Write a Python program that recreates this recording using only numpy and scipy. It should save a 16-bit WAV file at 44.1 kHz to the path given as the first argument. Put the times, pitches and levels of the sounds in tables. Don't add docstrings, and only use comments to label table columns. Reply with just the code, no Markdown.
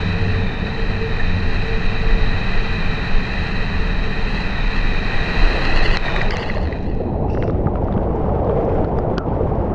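import sys
import numpy as np
from scipy import signal
from scipy.fft import rfft, irfft, next_fast_len
from scipy.io import wavfile
from scipy.ndimage import map_coordinates

SR = 44100
rng = np.random.default_rng(int(sys.argv[2]) if len(sys.argv) > 2 else 0)


def waveform_to_disk(signal):
    frames = np.transpose(np.atleast_2d(signal))
    scaled = np.clip(frames, -1, 1) * 32767
    samples = np.round(scaled).astype(np.int16)
    wavfile.write(sys.argv[1], SR, samples)


N = 429534
TIME = np.arange(N) / SR

# (time [s], relative level [dB])
HISS_LEVEL = [(0, -29.5), (.6, -32), (2.6, -29), (4, -30.5), (5.05, -28.5), (5.45, -25.5), (6.19, -27.5),
              (6.3, -34.5)]
# (frequency [Hz], relative density [dB])
FILM_SPECTRUM = [(200, -12), (450, -19.5), (650, -1.5), (1200, -3.5), (1900, -2), (4000, -8), (5000, -24),
                 (6500, -33.5), (8000, -40), (10000, -54.5), (13000, -83)]
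# (frequency [Hz], width [Hz], gain [dB], share of a surge [ratio])
PORT_RESONANCES = [(1903, 273, 10, 0.21), (2174, 288, -12, 0.7), (2497, 295, 10.5, 1),
                   (2896, 110, -12.5, 0.71), (3437, 236, -21.5, 0.73), (3936, 274, 8.5, 1.0),
                   (5600, 280, 4.5, 1.0), (6470, 400, 6.5, .6), (7180, 430, -6.5, 0.62),
                   (7450, 540, 5.5, 0.98), (9800, 700, 4, .8)]
# (crest time [s], rise in pitch [fraction], half-width [s])
PORT_SURGES = [(.27, 0.011, .055), (.5, -0.031, 0.12), (4.35, 0.035, 0.08), (4.62, -0.027, 0.046),
               (4.77, 0.055, 0.026), (5.655, .048, 0.03), (5.771, 0.071, 0.022), (5.856, 0.13, 0.024),
               (5.932, .15, 0.026), (6.12, -0.052, .075), (6.238, -0.011, .016), (6.333, 0.26, .023),
               (6.411, .22, 0.028), (6.487, 0.15, .027), (6.567, .125, 0.015), (6.627, .15, .03),
               (6.895, .11, 0.026), (7.16, 0.013, .025)]
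# (time [s], level against the hiss [dB])
PORT_CRACKLE = [(5, -19), (5.8, -7.5), (6.5, -5)]

# (time [s], churn level before the water's depth scales it [dB])
CHURN_LEVEL = [(6.3, -6.5), (6.91, -28), (7.25, -22.5), (8.74, -20.5), (9.27, -22), (9.7, -20.5)]
# (time [s], foam level [dB], churn pitch [ratio])
FLOODING = [(5.2, -85, 0.9), (6.35, -54, 1.33), (6.85, -56, 0.82), (7.25, -52.5, 0.89), (7.7, -49.5, 0.9),
            (8, -48, 1.106), (8.65, -43, 1.03), (9.1, -47, 1.043), (9.74, -47, 1.067)]
# (frequency [Hz], relative density [dB])
CHURN_SPECTRUM = [(150, -23), (280, -2), (420, -2.5), (600, -4), (850, -9.5), (1100, -17.5), (1450, -29.5),
                  (2200, -51.5), (4000, -76)]
FOAM_SPECTRUM = [(600, -7), (1400, 2.5), (2000, -2.5), (2800, -9.5), (4000, -20.5), (5500, -27),
                 (7500, -38), (10000, -64)]
# (time [s], level [dB])
HOLLOW_LEVEL = [(7.8, -59), (8.2, -35), (8.45, -23.5), (8.8, -23.5), (8.95, -28.5), (9.3, -34.5),
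                (9.74, -36)]
# (frequency [Hz], width [Hz], relative level [dB])
HOLLOW_MODES = [(450, 79, 1), (573, 310, -5.5)]
# (time [s], peak [dB], pitch [Hz], glide [octaves/s], t60 [s])
BIG_BUBBLES = [(1.194, -19.5, 1850, -2, 0.06), (6.562, -16, 735, -27.5, 0.064),
               (7.0, -14.5, 450, -7.5, 0.059), (7.235, -23, 782, -1, 0.19), (7.475, -13.5, 450, -1, 0.08),
               (7.659, -7, 206, -26, 0.036), (8.895, -21, 745, -1, 0.76), (9.167, -28, 1440, -2, 0.38),
               (9.401, -14, 403, -5, 0.14)]

# (time [s], ring peak [dB], ring pitch [Hz], ring t60 [s], crack peak [dB], crack pitch [Hz])
LARGE_DROPS = [(5.652, -11.5, 1960, 0.017, -18, 4000), (5.971, -11, 1950, 0.005, -9, 4050),
               (6.081, -13.5, 1850, 0.028, -40, 4000), (6.162, -12, 1750, 0.011, -36, 6800),
               (6.214, -9.5, 1890, 0.03, -31, 4100), (6.307, -12.5, 2080, 0.013, -16.5, 4830),
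               (6.322, -16, 2000, 0.02, -38, 4200), (6.369, -17, 2030, .012, -18, 5200),
               (6.43, -25, 1990, .012, -20, 3100), (6.498, -13, 1957, 0.03, -36, 4300),
               (6.571, -20, 1830, .015, -32, 2900), (6.581, -19, 1040, 0.0088, -30, 4100),
               (6.673, -24, 1970, 0.021, -31, 4200), (6.7252, -19.5, 1910, 0.012, -33, 4370),
               (7.3473, -25.5, 1480, .008, -34, 2800), (7.3735, -21.5, 1260, 0.0077, -36, 2805),
               (7.425, -18, 1780, .005, -22, 3000), (7.435, -21, 1400, 0.015, -52, 2800),
               (7.478, -28, 1250, .008, -31, 2700), (7.498, -20, 1150, 0.0054, -36, 3300),
               (7.67, -18.5, 1210, 0.04, -46, 2600), (7.756, -19.5, 1199, 0.0047, -35, 3080),
               (7.884, -20, 1120, 0.01, -49, 2800), (7.9252, -24, 1350, 0.0068, -32, 3600),
               (7.977, -18, 1090, 0.011, -32, 2600), (8.495, -23, 1200, .008, -31, 2900),
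               (8.845, -20, 1130, .006, -35, 4300), (8.987, -17, 1177, 0.0056, -35.5, 4908),
               (9.181, -14.5, 1350, .004, -15.5, 4920)]
# (multiple of ring pitch [ratio], relative level [dB])
RING_MODES = [(0.679, -9.5), (.86, 4.5), (1, 17.5), (1.25, -7)]
# (multiple of crack pitch [ratio], width [Hz], relative level [dB])
CRACK_MODES = [(.62, 996, -1), (0.999, 550, 3)]
# (time [s], rate [drops/s], relative level [dB])
FINE_SPRAY = [(5.6, 20, -46), (6.05, 140, -28), (6.55, 170, -31.5), (6.85, 130, -39), (7.2, 70, -52),
              (7.4, 65, -47.5)]
# (frequency [Hz], width [Hz], relative level [dB])
PATTER_MODES = [(1850, 450, 0.5), (3200, 1800, -5.5)]
# (frequency [Hz], relative density [dB])
JET_SPECTRUM = [(1500, -21), (2400, -11), (2720, 11.5), (3100, -20), (4500, -10), (5700, -7), (6600, -27),
                (13000, -39)]
# (time [s], peak [dB], pitch [Hz])
SHORT_TICKS = [(6.218, -22, 4100), (6.227, -39, 6000), (6.545, -39, 5200), (6.829, -45, 5600),
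               (6.95, -43, 4582), (7.233, -45, 2596), (7.507, -40, 3800), (7.8434, -46, 4800),
               (7.94, -37, 3300), (8.032, -42, 2805), (8.159, -47, 5900), (8.447, -41, 3800),
               (8.462, -43, 2900), (8.651, -47, 5400), (8.744, -46, 5396), (8.759, -41, 2600),
               (8.849, -38, 3620), (8.876, -52, 4390), (9.102, -41, 2802), (9.1826, -42, 6800),
               (9.287, -41, 3300), (9.555, -45, 4096)]
# (time [s], depth [dB])
LEVEL_DIPS = [(5.974, 6), (6.586, 1.5), (8.853, 2.5), (8.995, 1.5), (9.187, 5.5)]

# (time [s], level [dB])
WIND_LEVEL = [(.48, -22), (.7, -28), (.83, -18.5), (5.55, -18), (5.97, -13), (6.9, -27.5), (7.15, -28),
              (9.7, -27)]
# (frequency [Hz], relative density [dB])
WIND_SPECTRUM = [(4, 4.5), (17, 19), (35, 15.5), (48, -12), (90, -33.5), (200, -82.5)]
RUMBLE_SPECTRUM = [(30, -7.5), (55, 4), (80, 2.5), (130, -1), (210, -3.5), (310, -13.5), (430, -9.5),
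                   (560, -22.5), (800, -14.5), (1200, -36.5), (2500, -89)]
# (frequency [Hz], width [Hz], relative level [dB])
SHELL_MODES = [(97.7, 8.2, -4), (185, 27, -1), (447, 15, -6.5), (562, 14, -14.5)]
# (start [s], length [s], pitch [Hz], level [dB])
WALL_PRESSES = [(-.04, 0.56, 91.9, -24.5), (-.04, 0.27, 173.6, -26.5), (0.135, 0.34, 453.4, -38.5),
                (0.868, 0.18, 96.1, -23), (0.927, 0.23, 447, -29), (1.142, 0.54, 91.7, -25.5),
                (1.593, 0.25, 450, -31), (1.96, 0.28, 450, -33)]
# (time [s], peak [dB], pitch [Hz], t60 [s])
BLOWS = [(2.334, -18, 99, 0.11), (2.781, -19.5, 168, 0.067), (3.746, -17.5, 76, 0.22),
         (6.216, -17.5, 152, 0.059), (6.625, -13, 73.6, 0.26), (7.964, -10.5, 198, 0.056),
         (9.1812, -12, 346, 0.011)]

FLOOD_S, SINK_DB_PER_S, DULL_DB_PER_KHZ_S = 6.416, 26, 1


def film_hiss(droplets_per_s=9000, crackles_per_s=110, flutter_db=0.47, tremble=0.1, waver=0.009):
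    droplets = rms_one(grains(droplets_per_s, spread_db=2.5)) + 0.8 * rng.standard_normal(N)
    crackle = from_db(in_time(PORT_CRACKLE)[0]) * rms_one(grains(crackles_per_s, spread_db=2.5))
    push = sum(height * swell(s, width_s) for s, height, width_s in PORT_SURGES)
    rise = push * (1 + tremble * drift(70)) + waver * drift(2.6)
    flooded_db = -SINK_DB_PER_S * np.maximum(TIME - FLOOD_S, 0)
    level_db = in_time(HISS_LEVEL)[0] + 0.8 + flooded_db + flutter_db * drift(30)
    surge_db = np.clip(push, 0, .05) * (14 + 35 * drift(160))
    return from_db(level_db + surge_db) * wet_port(droplets + crackle, rise)


def wet_port(x, rise, film_share=0.65, deepen=0.72):
    window = dict(fs=SR, nperseg=512, noverlap=384)
    f, t, frames = signal.stft(x, **window)
    f, rise = f[:, None], np.interp(t, TIME, rise)
    dull_db = DULL_DB_PER_KHZ_S * (f / 1000) * np.maximum(t - FLOOD_S, 0)
    gain_db = at_hz(FILM_SPECTRUM, f / (1 + film_share * rise)) - dull_db
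    for hz, width, db, share in PORT_RESONANCES:
        detuning = 2 * (f / (1 + share * rise) - hz) / width
        gain_db += db * (1 + deepen * rise) / (1 + detuning ** 2)
    _, heard = signal.istft(frames * from_db(gain_db), **window)
    return rms_one(heard[:N])


def run_out(bubbles_per_s=300, bubble_q=19):
    foam_db, pitch_ratio = in_time(FLOODING)
    births = grains(bubbles_per_s, spread_db=1.5)
    pitches_hz = np.geomspace(250, 1500, 24)
    pitch_index = rng.integers(0, len(pitches_hz), N)
    bubbles = sum(resonate(births * (pitch_index == k), hz, hz / bubble_q)
                  for k, hz in enumerate(pitches_hz))
    water = rms_one(colour(bubbles, CHURN_SPECTRUM) + 0.67 * noise(CHURN_SPECTRUM))
    deepening_db = np.interp(TIME, [4.5, 5.5, 6.3, 6.9], [-46, -21, -21.5, -3])
    churn = from_db(in_time(CHURN_LEVEL)[0] + deepening_db) * muffle(glide(water, pitch_ratio), 2200)
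    hollow = from_db(in_time(HOLLOW_LEVEL)[0]) * muffle(noisy_modes(HOLLOW_MODES), 870)
    foam = from_db(foam_db + 1.8 * drift(30)) * noise(FOAM_SPECTRUM)
    return churn + hollow + foam


def gulps(swell_s=0.0035, shake_hz=60):
    out = np.zeros(N)
    t = np.arange(SR // 4) / SR
    attack = (1 - np.exp(-t / swell_s)) ** 2
    for s, db, hz, octaves_per_s, t60 in BIG_BUBBLES:
        pitch_hz = hz * 2 ** (octaves_per_s * t) + shake_hz * drift(110)[:len(t)]
        decay_db = -60 * t / t60 + 3 * drift(130)[:len(t)]
        add(out, s, db, tone(pitch_hz) * attack * from_db(decay_db))
    return out


def drops(splat_s=0.0019, crack_s=0.001, sharpness=0.47):
    out = np.zeros(N)
    for s, ring_db, hz, t60, crack_db, crack_hz in LARGE_DROPS:
        width = np.log(1000) / (np.pi * t60)
        slap, snap = splat(splat_s, sharpness), splat(crack_s, sharpness)
        ring = sum(from_db(db) * rms_one(resonate(slap, hz * k, width * k)) for k, db in RING_MODES)
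        crack = sum(from_db(db) * rms_one(resonate(snap, crack_hz * k, w)) for k, w, db in CRACK_MODES)
        add(out, s, ring_db, muffle(ring, 1.29 * hz))
        add(out, s, crack_db, muffle(crack, 1.02 * crack_hz))
    return out


def spray():
    per_s, level_db = in_time(FINE_SPRAY)
    patter = np.zeros(N)
    for hz, width, db in PATTER_MODES:
        hits = grains(per_s / len(PATTER_MODES), spread_db=2)
        patter += from_db(db) * SR / (2 * np.pi * width) * resonate(hits, hz, width)
    return muffle(from_db(level_db) * patter, 6500, order=6)


def jet(start_s=7.28, attack_s=0.025, hold_s=0.19, release_s=0.029, level_db=-48.5, sputter_db=4.5):
    age = TIME - start_s
    envelope = np.clip(age / attack_s, 0, 1) * np.exp(-np.maximum(age - hold_s, 0) / release_s)
    return from_db(level_db + sputter_db * drift(60)) * envelope * noise(JET_SPECTRUM)


def ticks(decay_s=0.00092, width_hz=1900):
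    out = np.zeros(N)
    for s, db, hz in SHORT_TICKS:
        tick = resonate(splat(decay_s, sharpness=0.56), hz, width_hz)
        add(out, s, db, muffle(tick, 1.23 * hz))
    return out


def wind(gust_db=2.5):
    return from_db(in_time(WIND_LEVEL)[0] + gust_db * drift(4)) * noise(WIND_SPECTRUM)


def flume(rub_db=-29, rub_fade_db_per_s=0.68):
    rumble_db = np.interp(TIME, [7.03, 7.05], [-25.5, -20.5])
    rumble = from_db(rumble_db) * noise(RUMBLE_SPECTRUM)
    shell = from_db(rub_db - rub_fade_db_per_s * TIME) * noisy_modes(SHELL_MODES)
    return rumble + muffle(shell, 700, order=2)


def wall_hums(edge_s=0.099, waver_hz=3.3, flutter_db=2.5):
    out = np.zeros(N)
    for s, length_s, hz, db in WALL_PRESSES:
        press = np.clip(np.minimum(TIME - s, s + length_s - TIME) / edge_s, 0, 1)
        hum = np.sqrt(2) * tone(hz + waver_hz * drift(8.7))
        out += from_db(db + flutter_db * drift(4.1)) * press * hum
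    return out


def thumps(swell_cycles=0.48):
    out = np.zeros(N)
    t = np.arange(SR // 3) / SR
    for s, db, hz, t60 in BLOWS:
        envelope = (1 - np.exp(-t * hz / swell_cycles)) * from_db(-60 * t / t60)
        add(out, s, db, np.sin(2 * np.pi * hz * t) * envelope)
    return out


def dips(fall_s=0.003, hold_s=0.043, release_s=0.041):
    corners_s = np.cumsum([0, fall_s, hold_s, release_s])
    return from_db(-sum(db * np.interp(TIME - s, corners_s, [0, 1, 1, 0]) for s, db in LEVEL_DIPS))


def splat(decay_s, sharpness):
    t = np.arange(SR // 8) / SR
    scatter = rng.standard_normal(len(t)) * np.exp(-t / decay_s)
    return scatter / np.linalg.norm(scatter) + sharpness * (t == 0)


def grains(per_s, spread_db):
    strength = from_db(spread_db * np.minimum(rng.exponential(1, N), 4))
    return strength * rng.choice([-1, 1], N) * (rng.random(N) < per_s / SR)


def noisy_modes(modes):
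    return sum(from_db(db) * rms_one(resonate(rng.standard_normal(N), hz, width))
               for hz, width, db in modes)


def resonate(x, hz, width):
    r = np.exp(-np.pi * width / SR)
    feedback = [1, -2 * r * np.cos(2 * np.pi * hz / SR), r * r]
    return signal.lfilter(np.array([1, 0, -1]) * (1 - r * r) / 2, feedback, x + 1e-18)


def muffle(x, hz, order=4):
    return signal.sosfilt(signal.butter(order, hz, fs=SR, output="sos"), x)


def tone(hz):
    return np.sin(2 * np.pi * np.cumsum(hz) / SR)


def noise(spectrum):
    return colour(rng.standard_normal(N), spectrum)


def colour(x, spectrum):
    size = next_fast_len(len(x))
    f = np.arange(size // 2 + 1) * SR / size
    return rms_one(irfft(rfft(x, size) * from_db(at_hz(spectrum, f)), size)[:len(x)])


def glide(x, ratio):
    return map_coordinates(x, [np.cumsum(ratio)], order=3, mode="mirror")


def drift(rate_hz):
    step, settle = 40, 2000
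    r = np.exp(-2 * np.pi * rate_hz * step / SR)
    kicks = rng.standard_normal(N // step + settle + 2)
    slow = signal.lfilter([1], [1, -2 * r, r * r], kicks)[settle:]
    return np.interp(np.arange(N) / step, np.arange(len(slow)), rms_one(slow))


def swell(s, width_s):
    return np.exp(-np.minimum(((TIME - s) / width_s) ** 2, 50))


def add(out, s, db, sound):
    at = int(s * SR)
    out[at:at + len(sound)] += from_db(db) * sound[:N - at] / np.abs(sound).max()


def in_time(rows):
    s, *columns = np.transpose(rows)
    return [np.interp(TIME, s, c) for c in columns]


def at_hz(spectrum, hz):
    points_hz, db = np.transpose(spectrum)
    return np.interp(np.log(np.maximum(hz, 1)), np.log(points_hz), db)


def from_db(db):
    return 10 ** (np.asarray(db) / 20)


def rms_one(x):
    return x / np.sqrt(np.mean(x ** 2) + 1e-20)


def scene():
    sustained = film_hiss() + wind() + flume() + wall_hums() + run_out() + spray() + jet()
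    return (sustained * dips() + drops() + ticks() + gulps() + thumps())[None]


def record(dry):
    fade_in = np.minimum(TIME / .004, 1)
    return signal.sosfilt(signal.cheby2(12, 70, 15000, fs=SR, output="sos"), fade_in * dry)


dry = scene()
out = record(dry)
waveform_to_disk(out)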